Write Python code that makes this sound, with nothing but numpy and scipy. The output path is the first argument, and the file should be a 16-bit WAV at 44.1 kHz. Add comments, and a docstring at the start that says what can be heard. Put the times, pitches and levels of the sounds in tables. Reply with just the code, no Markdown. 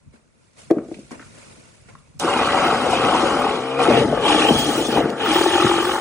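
"""Clothes rustle and a wooden plunger knocks down into a wooden hopper of apple pieces (0.7 s).
A switch clicks (2.2 s); the garbage disposal below grinds: fruit tumbles on the plate and slams
the wall, shaking shell, chamber air and stand; juice sprays. The plate hums almost free (3.5 s).
The plunger clears the mouth (4 s), then thuds on the rim; fruit rasps, a caught piece chugs (5.3 s).
Two close microphone ports hear it in a small hard room."""
import sys
import numpy as np
from scipy import signal
from scipy.io import wavfile
from scipy.ndimage import uniform_filter1d, minimum_filter1d

SR = 44100
rng = np.random.default_rng(int(sys.argv[2]) if len(sys.argv) > 2 else 0)


def file_out(sig):
    """Save sig as 16-bit WAV at sys.argv[1]."""
    # one column per channel
    cols = np.atleast_2d(sig).T
    # limit, then scale
    lim = np.clip(cols, -1, 1)
    pcm = np.round(lim * 32767).astype(np.int16)
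    wavfile.write(sys.argv[1], SR, pcm)


N = 264952

# left-right likeness: f/Hz, coherence/0-1
PORT_COHERENCE = [(100, .998), (400, .99), (650, .88), (1200, .97), (1950, .97), (2500, .7), (3200, .82),
                  (4000, .45), (5200, .2), (6300, .85), (7700, .65), (9300, .8), (15000, .9)]
# left port's lead: f/Hz, phase/rad
PORT_LEAD = [(100, 0), (2250, 0), (2750, 2.1), (3700, 3), (4600, 2.8), (5200, 6.1), (6200, 6.3),
             (7300, 5.8), (8300, 4.4), (9400, 5.1), (10400, 3.4), (15000, 3)]
# left minus right: f/Hz, level/dB
PORT_BALANCE = [(30, 0), (150, 2), (400, 3), (750, 5.5), (1200, 2), (1800, -.5), (2500, -4), (3100, 2),
                (4500, 3), (6000, -1), (8000, -2.5), (9000, 0)]
# port heading, left minus right: t/s, level/dB
PORT_HEADING = [(0, -1), (1, -1), (2.2, -1.5), (2.7, 0), (4.2, .5), (6.01, 0)]

# cloth and hands move: t/s, rise/(s per 20 dB), fall/(s per 20 dB), rustle/dB, scrape/dB
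MOVES = [(0.144, 0.023, 0.1, -59.5, -52), (.43, 0.15, 1.5, -65.5, -64.5), (0.589, 0.039, 0.22, -47, -48.5),
         (0.708, 0.0028, 0.03, -49, -58), (.78, 0.0133, 5.5, -64, -60), (0.949, 0.2, 1, -53, -57.5),
         (1.116, 0.00545, -0.07, -43.5, -31), (1.211, 0.077, -0.8, -53.5, -49.5),
         (1.42, 0.37, 0.81, -50, -49.5), (1.89, 0.0117, 0.0729, -53.5, -45)]
# feet and knees bump: t/s, rise/(s per 20 dB), fall/(s per 20 dB), level/dB
STEPS = [(.075, 0.047, -0.06, -42.5), (.6, 0.049, 5.5, -51), (.76, 0.033, 0.3, -51),
         (1.16, 0.032, -0.8, -50), (1.835, 0.049, 0, -46), (1.905, 0.022, 0.21, -45.5),
         (1.975, 0.03, 0, -47), (2.16, 0.0213, .1, -44)]
# cloth: f/Hz, level/dB
RUSTLE_SPECTRUM = [(880, -50), (1500, 2.5), (1600, -13), (2270, 0), (4120, -1), (9310, -0.5), (10100, -1),
                   (11200, -28), (22000, -120)]
# feet and knees: f/Hz, level/dB
BUMP_SPECTRUM = [(15, -30.5), (25, -21), (42, -10.5), (108, -4.5), (145, -1.5), (300, -27.5), (390, -50.5),
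                 (660, -120)]
# soft scrapes and wood cracks: f/Hz, level/dB
SCRAPE_SPECTRUM = [(130, -99), (220, 7), (310, -3), (576, -2.5), (789, -11), (969, -7), (2300, -17),
                   (2990, -23), (5060, -120)]

# wood on wood: t/s, level/dB, relative crack/dB, pitch/ratio
KNOCKS = [(0.703, -12.5, -13, 1.333), (0.709, 0, -20.5, 1.12), (0.767, -11.5, -33.5, 0.95),
          (0.783, -14, -13.5, 0.87), (0.914, -19, -24, 1.06), (0.885, -31, -29, 1.12),
          (0.966, -34, -34.5, 0.684), (0.987, -27.5, -33, 0.84), (1.113, -34, -28.5, 1),
          (1.124, -28, -29, 0.85), (1.198, -37, -6, 0.93)]
# plunger and hopper boards: f/Hz, level/dB, t60/s
WOOD_MODES = [(288.7, 5, 0.039), (508, 2.5, 0.017), (250, -20.5, 0.089), (380.9, -8.5, 0.087),
              (580.4, -16, 0.1095), (700, -27.5, 0.088)]
# small dry ticks: t/s, level/dB, f/Hz, t60/s
TICKS = [(0.942, -37, 2440, 0.06), (1.1086, -32, 968, 0.0372), (1.1945, -34, 1460, 0.065),
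         (1.2135, -34.5, 1492, 0.037), (1.2235, -37, 1407, 0.055), (1.8877, -38, 1455, 0.033),
         (1.9522, -30, 1090, 0.024)]
# plunger on the rim: t/s, level/dB, f/Hz, t60/s
RIM_THUDS = [(4.506, 4.5, 227, 0.0425), (4.885, -6, 238.6, 0.073), (4.981, -2, 274, 0.0424),
             (5.644, -2.5, 224, 0.056)]
# large pieces hit the chamber wall: t/s, level/dB, f/Hz
WALL_SLAMS = [(2.244, -6, 330), (2.279, -4, 1000), (2.340, -17, 1280), (2.576, -6, 917),
              (2.7245, -4.5, 786), (2.866, -7.5, 520), (2.93, -6, 690), (3.040, -10, 1103),
              (3.127, -6, 720), (3.146, -3.5, 885), (3.229, -6.5, 287.6), (3.351, -12, 328),
              (3.4405, -5, 778), (3.4645, -4, 780), (3.793, -4.5, 745), (3.852, -6, 1273),
              (3.883, 1.5, 318.6), (3.902, -1, 610), (3.910, 0.5, 556), (3.939, -7, 680),
              (3.968, -5.5, 466.3), (3.995, -7.5, 398), (4.019, -2.5, 457), (4.045, -3, 306),
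              (4.126, -6, 574), (4.173, -7, 520), (4.254, -7, 834.6), (4.299, -1.5, 791.4),
              (4.688, -6, 273), (4.778, -6.5, 303), (4.807, -6, 328.3), (4.971, -5, 800), (5.005, -7, 500),
              (5.259, -8, 1225), (5.356, -7, 346), (5.411, -3, 350.8), (5.462, -1.5, 350),
              (5.509, -7.5, 365), (5.532, -9, 813), (5.581, -4, 349.4), (5.664, -6, 1135), (5.696, -3, 358),
              (5.713, -7, 820), (5.781, -8, 369.2), (5.824, -8, 360), (5.955, -9, 824)]
# plunger edge twice, switch, a brief faint high click, two fruit snaps: t/s, level/dB, t60/s, f/Hz
SNAPS = [(0.7098, -27, 0.0147, 2990), (1.1092, -42.5, 0.0193, 3070), (2.198, -15.5, 0.008, 6000),
         (2.913, -25, 0.01, 5960), (5.096, -26.5, 0.011, 1690), (5.102, -22.5, 0.012, 1700)]

# plate almost free: t/s, shaft speed/Hz, level/dB
FREE_RUN = [(3.5, 60.4, -29), (3.58, 62.2, -30), (3.61, 63.6, -29), (3.748, 67.45, -25.5),
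            (3.824, 68.4, -18.5), (3.88, 68.94, -28)]
# hum partials: order/multiple of shaft speed, level/dB
SHAFT_ORDERS = [(2, -10), (4, -3), (5, -11), (6, -12), (7, 2), (8, -5.5), (10, -8), (11, -12), (12, -12),
                (13, -15), (14, -23), (16, -20), (17, -15), (18, -6), (19, -12), (36, -13), (37, -18)]
# grinding load: t/s, shell/dB, mouth clatter/dB, juice spray/dB
LOAD = [(2.198, -36.5, -35, -27.5), (2.225, -22, -38, -32), (2.25, -19.5, -32, -33.5),
        (2.44, -18, -25.5, -35.5), (2.53, -18.5, -26, -34), (2.66, -18, -26.5, -34.5),
        (2.85, -19.5, -31, -35.5), (3.0, -19.5, -26, -36.5), (3.17, -16.5, -27.5, -32.5),
        (3.5, -22.5, -31.5, -39), (3.63, -33, -38, -44), (3.78, -30.5, -39, -45.5), (3.8, -22.5, -30, -38),
        (3.865, -18, -29, -38.5), (3.91, -15.5, -26.5, -33.5), (3.99, -17.5, -22.5, -33.5),
        (4.06, -26.5, -40.5, -39.5), (4.19, -29, -36.5, -45), (4.29, -21, -20.5, -27),
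        (4.37, -20, -24, -30.5), (4.42, -20, -20.5, -28), (4.48, -21.5, -24, -31.5),
        (4.56, -25.5, -30.5, -30), (4.7, -25, -29.5, -30.5), (4.88, -29.5, -35, -32.5),
        (4.98, -21, -26, -36.5), (5.04, -26, -40.5, -45), (5.165, -31.5, -48, -48),
        (5.21, -25.5, -30.5, -41), (5.31, -20.5, -24, -29), (5.42, -21, -25.5, -29),
        (5.52, -20.5, -25.5, -31), (5.64, -19, -24.5, -29.5), (5.8, -23.5, -29, -33.5),
        (5.94, -23, -35, -32.5), (6.01, -27.5, -43, -39.5)]
# plunger leaves the rim: t/s, openness/0-1 (half covered to clear)
MOUTH_OPENING = [(0, 0), (3.8, 0.13), (4.2, 1), (4.9, 0.78), (5.3, 0.79), (6.01, 1)]
# piece caught on the plate: t/s, running count/chugs, depth/0-1
CHUGS = [(5.3, .77, 0.14), (5.4, 4.42, 0.5), (5.55, 10.56, 0.55), (5.75, 19.4, 0.44), (6.01, 31.2, 0.43)]
# stand rumble: f/Hz, level/dB
STAND_SPECTRUM = [(15, -62), (25, -24.5), (48, -14), (97, -13), (141, -1.5), (184, -9), (230, -2.5),
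                  (300, -9.5), (510, -120)]
# plunger pushes rock the stand: t/s, rise/(s per 20 dB), fall/(s per 20 dB), level/dB
PUSHES = [(2.88, 0.077, 0.9, -34), (3.92, 0.037, 0.51, -21.5), (4.05, 0.1431, 0.15, -25),
          (4.518, 0.027, 0.4, -24), (4.99, 0.097, -0.03, -19.5), (5.04, 0.022, 0.04, -23),
          (5.652, 0.0126, -0.04, -15.5)]
# chamber air: f/Hz, level/dB
CHAMBER_SPECTRUM = [(100, -37), (170, -11), (339, -2.5), (403, -3.5), (461, 2), (509, -6), (565, -1),
                    (634, -12.5), (680, -3.5), (880, -21.5), (1500, -120)]
# chamber resonance: t/s, f/Hz, drone share/0-1, level at full load/dB
AIR_SPACE = [(2.19, 338, 0, -25), (3.5, 340, 0, -22), (3.62, 413, 0, -21.5), (3.78, 439.6, 0, -32.5),
             (3.88, 453.4, 0.01, -18.5), (3.99, 443.5, 0.02, -20), (4.07, 340.7, 0, -16),
             (4.19, 497, 0.34, -17), (4.3, 308, 0.2, -18), (4.9, 292, 0.04, -18.5), (5.1, 494, 0, -17.5),
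             (5.25, 438, 0.31, -25.5), (5.3, 303, 0.4, -21), (5.36, 344.3, 0.85, -21),
             (5.86, 351.1, 0.84, -20.5), (6.01, 375, 0.3, -25)]
# juice spray: f/Hz, level/dB
SPRAY_SPECTRUM = [(1940, -42), (3300, 0.5), (3690, 3.5), (4650, 0), (5040, 3), (5590, 1), (6510, -1.5),
                  (8590, 1), (9320, 2), (10200, -2), (10600, -27), (11200, -59), (22000, -120)]
# thin top hiss: f/Hz, level/dB
HISS_SPECTRUM = [(13500, -83.5), (14400, -25), (15000, -1), (15500, -6), (16200, -10.5)]
# juice squirts: t/s, rise/(s per 20 dB), fall/(s per 20 dB), level/dB
SQUIRTS = [(2.91, 0.028, 0.14, -30), (3.83, 0.0225, 0.052, -27.5), (4.6, 0.1, 0.2, -29)]
# shell, mouth half covered: f/Hz, level/dB
SHELL_COVERED = [(330, -21.5), (560, 3.5), (617, -6), (691, -4.5), (784, -1.5), (973, -8), (1270, -3),
                 (1480, -7.5), (1800, -29.5), (2340, -37.5), (3960, -120)]
# shell, mouth clear: f/Hz, level/dB
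SHELL_CLEAR = [(330, -32.5), (560, -3.5), (633, -22.5), (820, 2.5), (899, -1.5), (987, -16), (1160, -2.5),
               (1590, -7.5), (1800, -8.5), (2340, -21), (3960, -120)]
# clatter, mouth half covered: f/Hz, level/dB
MOUTH_COVERED = [(940, -41), (1600, -5), (1720, -13), (1950, -7), (2360, -7), (2810, -3), (3200, -5),
                 (3400, -14), (3800, -15), (4940, -23), (8360, -120)]
# clatter, mouth clear: f/Hz, level/dB
MOUTH_CLEAR = [(940, -15), (1600, -17.5), (1900, -11), (2120, -20.5), (2370, -7), (2990, -0.5), (3400, -7),
               (3600, -14.5), (4000, -15), (5200, -37), (8800, -120)]
# fruit shredded on the ring: t/s, f/Hz, level/dB
RASP = [(4.22, 3346, -58), (4.27, 3281, -25), (4.31, 3020, -37), (4.37, 3080, -38), (4.42, 2870, -38),
        (4.48, 3199, -26.5), (4.58, 3322, -27), (4.72, 3394, -42), (4.8, 3350, -54), (4.86, 3520, -33),
        (4.95, 3430, -64)]
# steel parts: f/Hz, width/Hz, level half covered/dB, level clear/dB
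STEEL_MODES = [(789, 25, -8, -6), (1097, 32, -1, -11), (1996, 16, -12.5, -23.5), (2471, 29, -3, -4.5),
               (3101, 106.5, -9, -3), (3400, 170, -17, -1.5), (3954, 44, -2, -7.5), (4355, 36, -10, 2.5),
               (5010, 45, -1, -2.5), (5184, 22, -14.5, -9), (5998, 46, -0.5, -2), (6515, 50, -10.5, 9.5)]

RUSTLE_FLOOR_DB, BUMP_FLOOR_DB, SCRAPE_FLOOR_DB = -69, -60.5, -64
SLAM_T60_S, ROOM_T60_S = 0.0452, 0.433
LOADED_HZ, SPEED_WANDER = 63.8, 0.02
BUZZ_LOADED, BUZZ_FREE, BUZZ_MEMORY_TURNS = 0.84, 1.6, 7.4
FULL_LOAD_DB, STAND_DB = -20, -37.5
STAND_DB_PER_DB, AIR_DB_PER_DB = 0.8, 0.78  # slopes against load
HISS_DB, HISS_DB_PER_DB, STRONG_SPRAY_DB = -32, 1.4, -35
HISS_FULL_FROM_S, HISS_EARLY_CUT_DB = 4.45, 17
HIGHPASS_HZ, LOWPASS_HZ, CEILING = 42, 15900, 0.93
FRAMES = dict(nperseg=512, noverlap=384)
TIME_S = np.arange(N) / SR


def gain_of(db):
    """Decibels to amplitude."""
    return 10 ** (np.asarray(db) / 20)


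def unit_rms(x):
    """Scale to rms 1."""
    return x / np.sqrt(np.mean(x ** 2) + 1e-20)


def noise(samples=N):
    """White noise."""
    return rng.standard_normal(samples)


def wander(samples):
    """Smoothed noise, rms 1."""
    return unit_rms(uniform_filter1d(noise(), samples))


def at_hz(points, hz):
    """Interpolate over log frequency."""
    f, value = np.transpose(points)
    return np.interp(np.log(hz + 1), np.log(f + 1), value)


def curves(rows):
    """Each value column at every sample."""
    times_s, *values = np.transpose(rows)
    return [np.interp(TIME_S, times_s, v) for v in values]


def gate(rows):
    """1 from first row to last, else 0."""
    return ((TIME_S >= rows[0][0]) & (TIME_S <= rows[-1][0])).astype(float)


def swells(floor_db, rows):
    """Gain of peaks over a floor; powers add."""
    power = gain_of(2 * floor_db)
    for peak_s, rise_s, fall_s, db in rows:
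        t = TIME_S - peak_s
        drop_db = 20 * np.where(t < 0, -t / abs(rise_s), t / abs(fall_s))
        power = power + gain_of(2 * (db - drop_db))
    return np.sqrt(power)


def add(mix, start_s, sound):
    """Mix in at start_s."""
    part = mix[round(start_s * SR):][:len(sound)]
    part += sound[:len(part)]


def colour(x, spectrum):
    """Minimum-phase filter; output rms 1."""
    db = np.maximum(at_hz(spectrum, abs(np.fft.fftfreq(8192, 1 / SR))), -100)
    response = np.exp(np.conj(signal.hilbert(np.log(gain_of(db)))))
    taps = np.fft.ifft(response).real[:4096]
    return unit_rms(signal.oaconvolve(x, taps)[:N])


def resonate(x, hz, *widths_hz):
    """Tunable unity-gain resonances in series, one per width."""
    carrier = np.exp(2j * np.pi * np.cumsum(hz * np.ones(len(x))) / SR)
    for width_hz in widths_hz:
        pole = np.exp(-np.pi * width_hz / SR)
        x = 2 * (carrier * signal.lfilter([1 - pole], [1, -pole], x / carrier)).real
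    return x


def blows(per_s, spread_db, burst_s):
    """Random uneven blows, each a swelling and dying noise burst."""
    sizes = gain_of(spread_db * np.minimum(rng.exponential(1, N), 3))
    struck = rng.random(N) < per_s / SR
    pole = np.exp(-1 / (burst_s * SR))
    envelope = signal.lfilter([1], [1, -2 * pole, pole * pole], sizes * struck)
    return unit_rms(envelope * noise())


def random_flicker(x, depth_db, frames, bins):
    """Spectral patches swell and fade at random; output rms 1."""
    spectra = signal.stft(x, **FRAMES)[2]
    patches = uniform_filter1d(rng.standard_normal(spectra.shape), bins, axis=0)
    patches = unit_rms(uniform_filter1d(patches, frames, axis=1))
    return unit_rms(signal.istft(spectra * gain_of(depth_db * patches), **FRAMES)[1][:N])


def room(x):
    """Hard walls: sparse decaying echoes of random sign, energy 1."""
    taps, slots = np.zeros(16000), np.arange(200, 15980, 20)
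    taps[slots + rng.integers(0, 20, len(slots))] = rng.choice([-1., 1.], len(slots))
    taps *= gain_of(-60 * TIME_S[:len(taps)] / ROOM_T60_S)
    return signal.oaconvolve(x, taps / np.linalg.norm(taps))[:N]


def ports(x, diffuse_hz):
    """Right port gets a phase-shifted copy plus scatter; coherence drops around diffuse_hz."""
    hz, t, left = signal.stft(x, SR, **FRAMES)
    diffuse = 5.9 * diffuse_hz * hz / (hz ** 2 + diffuse_hz ** 2 + 1)
    coherence = np.clip(at_hz(PORT_COHERENCE, hz) * (1 - diffuse), 0, 1)[:, None]
    scatter = 2 * left * np.exp(2j * np.pi * rng.random(left.shape))  # random frames lose 6 dB
    lag = np.exp(-1j * at_hz(PORT_LEAD, hz))[:, None]
    right = coherence * lag * left + np.sqrt(1 - coherence ** 2) * scatter
    balance_db = at_hz(PORT_BALANCE, hz)[:, None] + np.interp(t, *np.transpose(PORT_HEADING))
    lean = gain_of(balance_db / 2)
    return signal.istft(np.array([left * lean, right / lean]), **FRAMES)[1][:, :N]


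def body_movement():
    """Cloth rustles, feet and knees bump, hands scrape."""
    fibres = blows(380, spread_db=-6.5, burst_s=0.0023) + 1.86 * noise()
    rustle = colour(fibres, RUSTLE_SPECTRUM) * swells(RUSTLE_FLOOR_DB, [m[:4] for m in MOVES])
    bumps = colour(fibres, BUMP_SPECTRUM) * swells(BUMP_FLOOR_DB, STEPS)
    scrape_gain = swells(SCRAPE_FLOOR_DB, [m[:3] + m[4:] for m in MOVES])
    return rustle + bumps + colour(fibres, SCRAPE_SPECTRUM) * scrape_gain


def wood_knocks():
    """Plunger and hopper boards ring; hard contacts add a crack."""
    out, t = np.zeros(N), TIME_S[:12000]
    for start_s, db, crack_db, pitch in KNOCKS:
        bent_s = pitch * (t + 0.00087 * (1 - np.exp(-t / 0.0057)))  # starts sharp, settles
        ring = sum(gain_of(mode_db - 60 * t / t60_s) * np.sin(2 * np.pi * hz * bent_s)
                   for hz, mode_db, t60_s in WOOD_MODES)
        ring *= 1 - np.exp(-(t / 0.0021) ** 2)  # boards take time to bend
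        crack = gain_of(crack_db - 60 * t / 0.0343) * colour(noise(len(t)), SCRAPE_SPECTRUM)[:len(t)]
        add(out, start_s, gain_of(db) * (ring / abs(ring).max() + crack))
    return out


def thumps(rows, ring_share, rise_s, glide, spread=0.52):
    """Dying ring plus noise burst; glide raises the pitch at the stiff first contact."""
    out, t = np.zeros(N), TIME_S[:8000]
    for start_s, db, hz, t60_s in rows:
        burst = unit_rms(resonate(noise(len(t)), hz, spread * hz, 2 * spread * hz))
        cycles = np.cumsum(hz * (1 + glide * np.exp(-t / 0.0018))) / SR
        tone = ring_share * np.sin(2 * np.pi * cycles) + (1 - ring_share) * burst
        envelope = gain_of(db - 60 * t / t60_s) * (1 - np.exp(-t / rise_s))
        add(out, start_s, envelope * tone)
    return out


def impacts():
    """Knocks, slams, ticks and thuds; wood and fruit give little deep bass or top."""
    slams = [(*row, SLAM_T60_S) for row in WALL_SLAMS]
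    hits = wood_knocks() + thumps(slams, ring_share=0.8, rise_s=0.0021, glide=0.62)
    hits += thumps(TICKS, ring_share=0.405, rise_s=0.00048, glide=0, spread=0.67)
    hits += thumps(RIM_THUDS, ring_share=0.86, rise_s=0.00155, glide=2.464)
    return signal.sosfilt(signal.butter(4, [120, 9000], "band", fs=SR, output="sos"), hits)


def snaps():
    """Dry snaps and clicks: brief wideband noise bursts."""
    out, t = np.zeros(N), TIME_S[:3000]
    for start_s, db, t60_s, hz in SNAPS:
        burst = unit_rms(resonate(noise(len(t)), hz, 0.62 * hz))
        add(out, start_s, gain_of(db - 60 * t / t60_s) * burst)
    return out


def shaft_hum():
    """The lightly loaded plate hums in wavering shaft orders."""
    hz, db = curves(FREE_RUN)
    turns = np.cumsum(hz) / SR + 0.0067 * wander(900)
    hum = sum(gain_of(order_db) * np.sin(2 * np.pi * (order * turns + rng.random()))
              for order, order_db in SHAFT_ORDERS)
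    return uniform_filter1d(gate(FREE_RUN), 2000) * gain_of(db) * unit_rms(hum)


def stand_rumble(tumble, load_db):
    """Load and plunger pushes rock the stand."""
    rocking = swells(STAND_DB + STAND_DB_PER_DB * load_db, PUSHES)
    return colour(0.76 * tumble + noise(), STAND_SPECTRUM) * rocking


def chamber_air(drive, load_db):
    """Stirred air drones at a resonance that the plunger retunes."""
    hz, drone_share, full_db = curves(AIR_SPACE)
    stirred = colour(drive, CHAMBER_SPECTRUM)
    drone = resonate(stirred, hz, 52, 52)
    power = uniform_filter1d(drone ** 2, 1500) + 1e-9
    drone = unit_rms(drone / power ** 0.22)  # constant stirring sustains it
    air = np.sqrt(drone_share) * drone + np.sqrt(1 - drone_share) * stirred
    return air * gain_of(full_db + AIR_DB_PER_DB * load_db)


def thin_hiss(churn, spray_db):
    """Patches of thin, very high hiss swell and fade; rises with the spray, fainter early on."""
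    db = HISS_DB + HISS_DB_PER_DB * np.minimum(spray_db - STRONG_SPRAY_DB, 0)
    db -= HISS_EARLY_CUT_DB * (TIME_S < HISS_FULL_FROM_S)
    return gain_of(db) * random_flicker(colour(churn, HISS_SPECTRUM), depth_db=6, frames=12, bins=47)


def juice_spray(drive, spray_db):
    """Juice hisses, with sudden squirts."""
    spray = random_flicker(colour(drive, SPRAY_SPECTRUM), depth_db=3, frames=5, bins=4)
    return spray * swells(spray_db, SQUIRTS)


def shredding_rasp(clatter):
    """Fruit pressed on the ring shreds with a ringing rasp."""
    hz, db = curves(RASP)
    return gate(RASP) * gain_of(db) * unit_rms(resonate(clatter, hz, 160, 170))


def lug_buzz(turns, spots=700):
    """Lugs rub the same spots of the ring each turn: a slowly changing noise loop."""
    memory = np.exp(-1 / BUZZ_MEMORY_TURNS)
    roughness = rng.standard_normal((int(90 * N / SR), spots))  # one row per turn
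    pattern = signal.lfilter([1], [1, -memory], roughness, axis=0).ravel()
    buzz = unit_rms(np.interp(turns * spots, np.arange(len(pattern)), pattern))
    free = uniform_filter1d(gate(FREE_RUN), 3000)
    return buzz * (BUZZ_LOADED + (BUZZ_FREE - BUZZ_LOADED) * free)


def plunger_cover(x, openness, covered, clear):
    """The spectrum crossfades as the plunger clears the mouth."""
    return (1 - openness) * colour(x, covered) + openness * colour(x, clear)


def steel_ringing(x, openness, step_s=0.1, waver_db=2.5):
    """Ring, plate and shell add narrow modes; levels waver as pulp covers them."""
    knots_s = np.arange(0, N / SR + 2 * step_s, step_s)
    out = x.copy()
    for hz, width_hz, covered_db, clear_db in STEEL_MODES:
        pulp_db = np.interp(TIME_S, knots_s, waver_db * noise(len(knots_s)))
        db = covered_db + openness * (clear_db - covered_db) + pulp_db
        out += gain_of(db) * resonate(x, hz, width_hz)
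    return out


def grinder():
    """Pieces tumble on the plate; the same blows shake shell, mouth, chamber air and stand."""
    shell_db, mouth_db, spray_db = curves(LOAD)
    load_db = shell_db - FULL_LOAD_DB
    openness, = curves(MOUTH_OPENING)
    chug_count, chug_depth = curves(CHUGS)
    chug = 1 + gate(CHUGS) * chug_depth * np.cos(2 * np.pi * chug_count)

    free_hz, _ = curves(FREE_RUN)
    loaded_hz = LOADED_HZ * (1 + SPEED_WANDER * wander(4000))
    turns = np.cumsum(np.where(gate(FREE_RUN), free_hz, loaded_hz)) / SR
    buzz = lug_buzz(turns)
    sweep = 1 + 0.15 * np.cos(2 * np.pi * turns)  # load passes one side each turn
    churn = noise()
    tumble = sweep * (blows(500, spread_db=3.5, burst_s=0.001664) + 0.75 * churn)
    shake = tumble + 0.59 * churn + buzz
    clatter = 0.93 * tumble + 0.73 * churn + buzz

    stand = stand_rumble(tumble, load_db)
    air = chug * chamber_air(tumble + 0.44 * churn, load_db)
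    shell = plunger_cover(shake, openness, SHELL_COVERED, SHELL_CLEAR)
    mouth = plunger_cover(clatter, openness, MOUTH_COVERED, MOUTH_CLEAR)
    # moving pulp makes shell and mouth flicker
    grind = chug * random_flicker(shell, depth_db=1.85, frames=16, bins=3) * gain_of(shell_db)
    grind += random_flicker(mouth, depth_db=2.2, frames=19, bins=4) * gain_of(mouth_db)
    grind += juice_spray(0.25 * tumble + churn + 0.23 * buzz, spray_db)
    grind += shredding_rasp(clatter)
    hiss = thin_hiss(churn, spray_db)
    running = gate(LOAD)
    return gain_of(-1.5) * steel_ringing(running * grind, openness) + running * (stand + air + hiss)


def scene():
    """Disposal and impacts close, body movement diffuse; only impacts echo."""
    hits = impacts()
    near = grinder() + shaft_hum() + snaps() + hits + gain_of(-10) * room(hits)
    return ports(near, diffuse_hz=0) + ports(body_movement(), diffuse_hz=826.6)


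def record(dry):
    """Microphone bass roll-off, peak limiter, band limit."""
    thinned = signal.sosfilt(signal.butter(3, HIGHPASS_HZ, "high", fs=SR, output="sos"), dry)
    allowed = CEILING / np.maximum(abs(thinned).max(0), CEILING)
    held = minimum_filter1d(allowed, 401)
    limiter_gain = uniform_filter1d(uniform_filter1d(held, 201), 201)
    lowpass = signal.firwin(511, LOWPASS_HZ, window=("kaiser", 9), fs=SR)
    return signal.oaconvolve(thinned * limiter_gain, lowpass[None], "same")


dry = scene()
out = record(dry)
file_out(out)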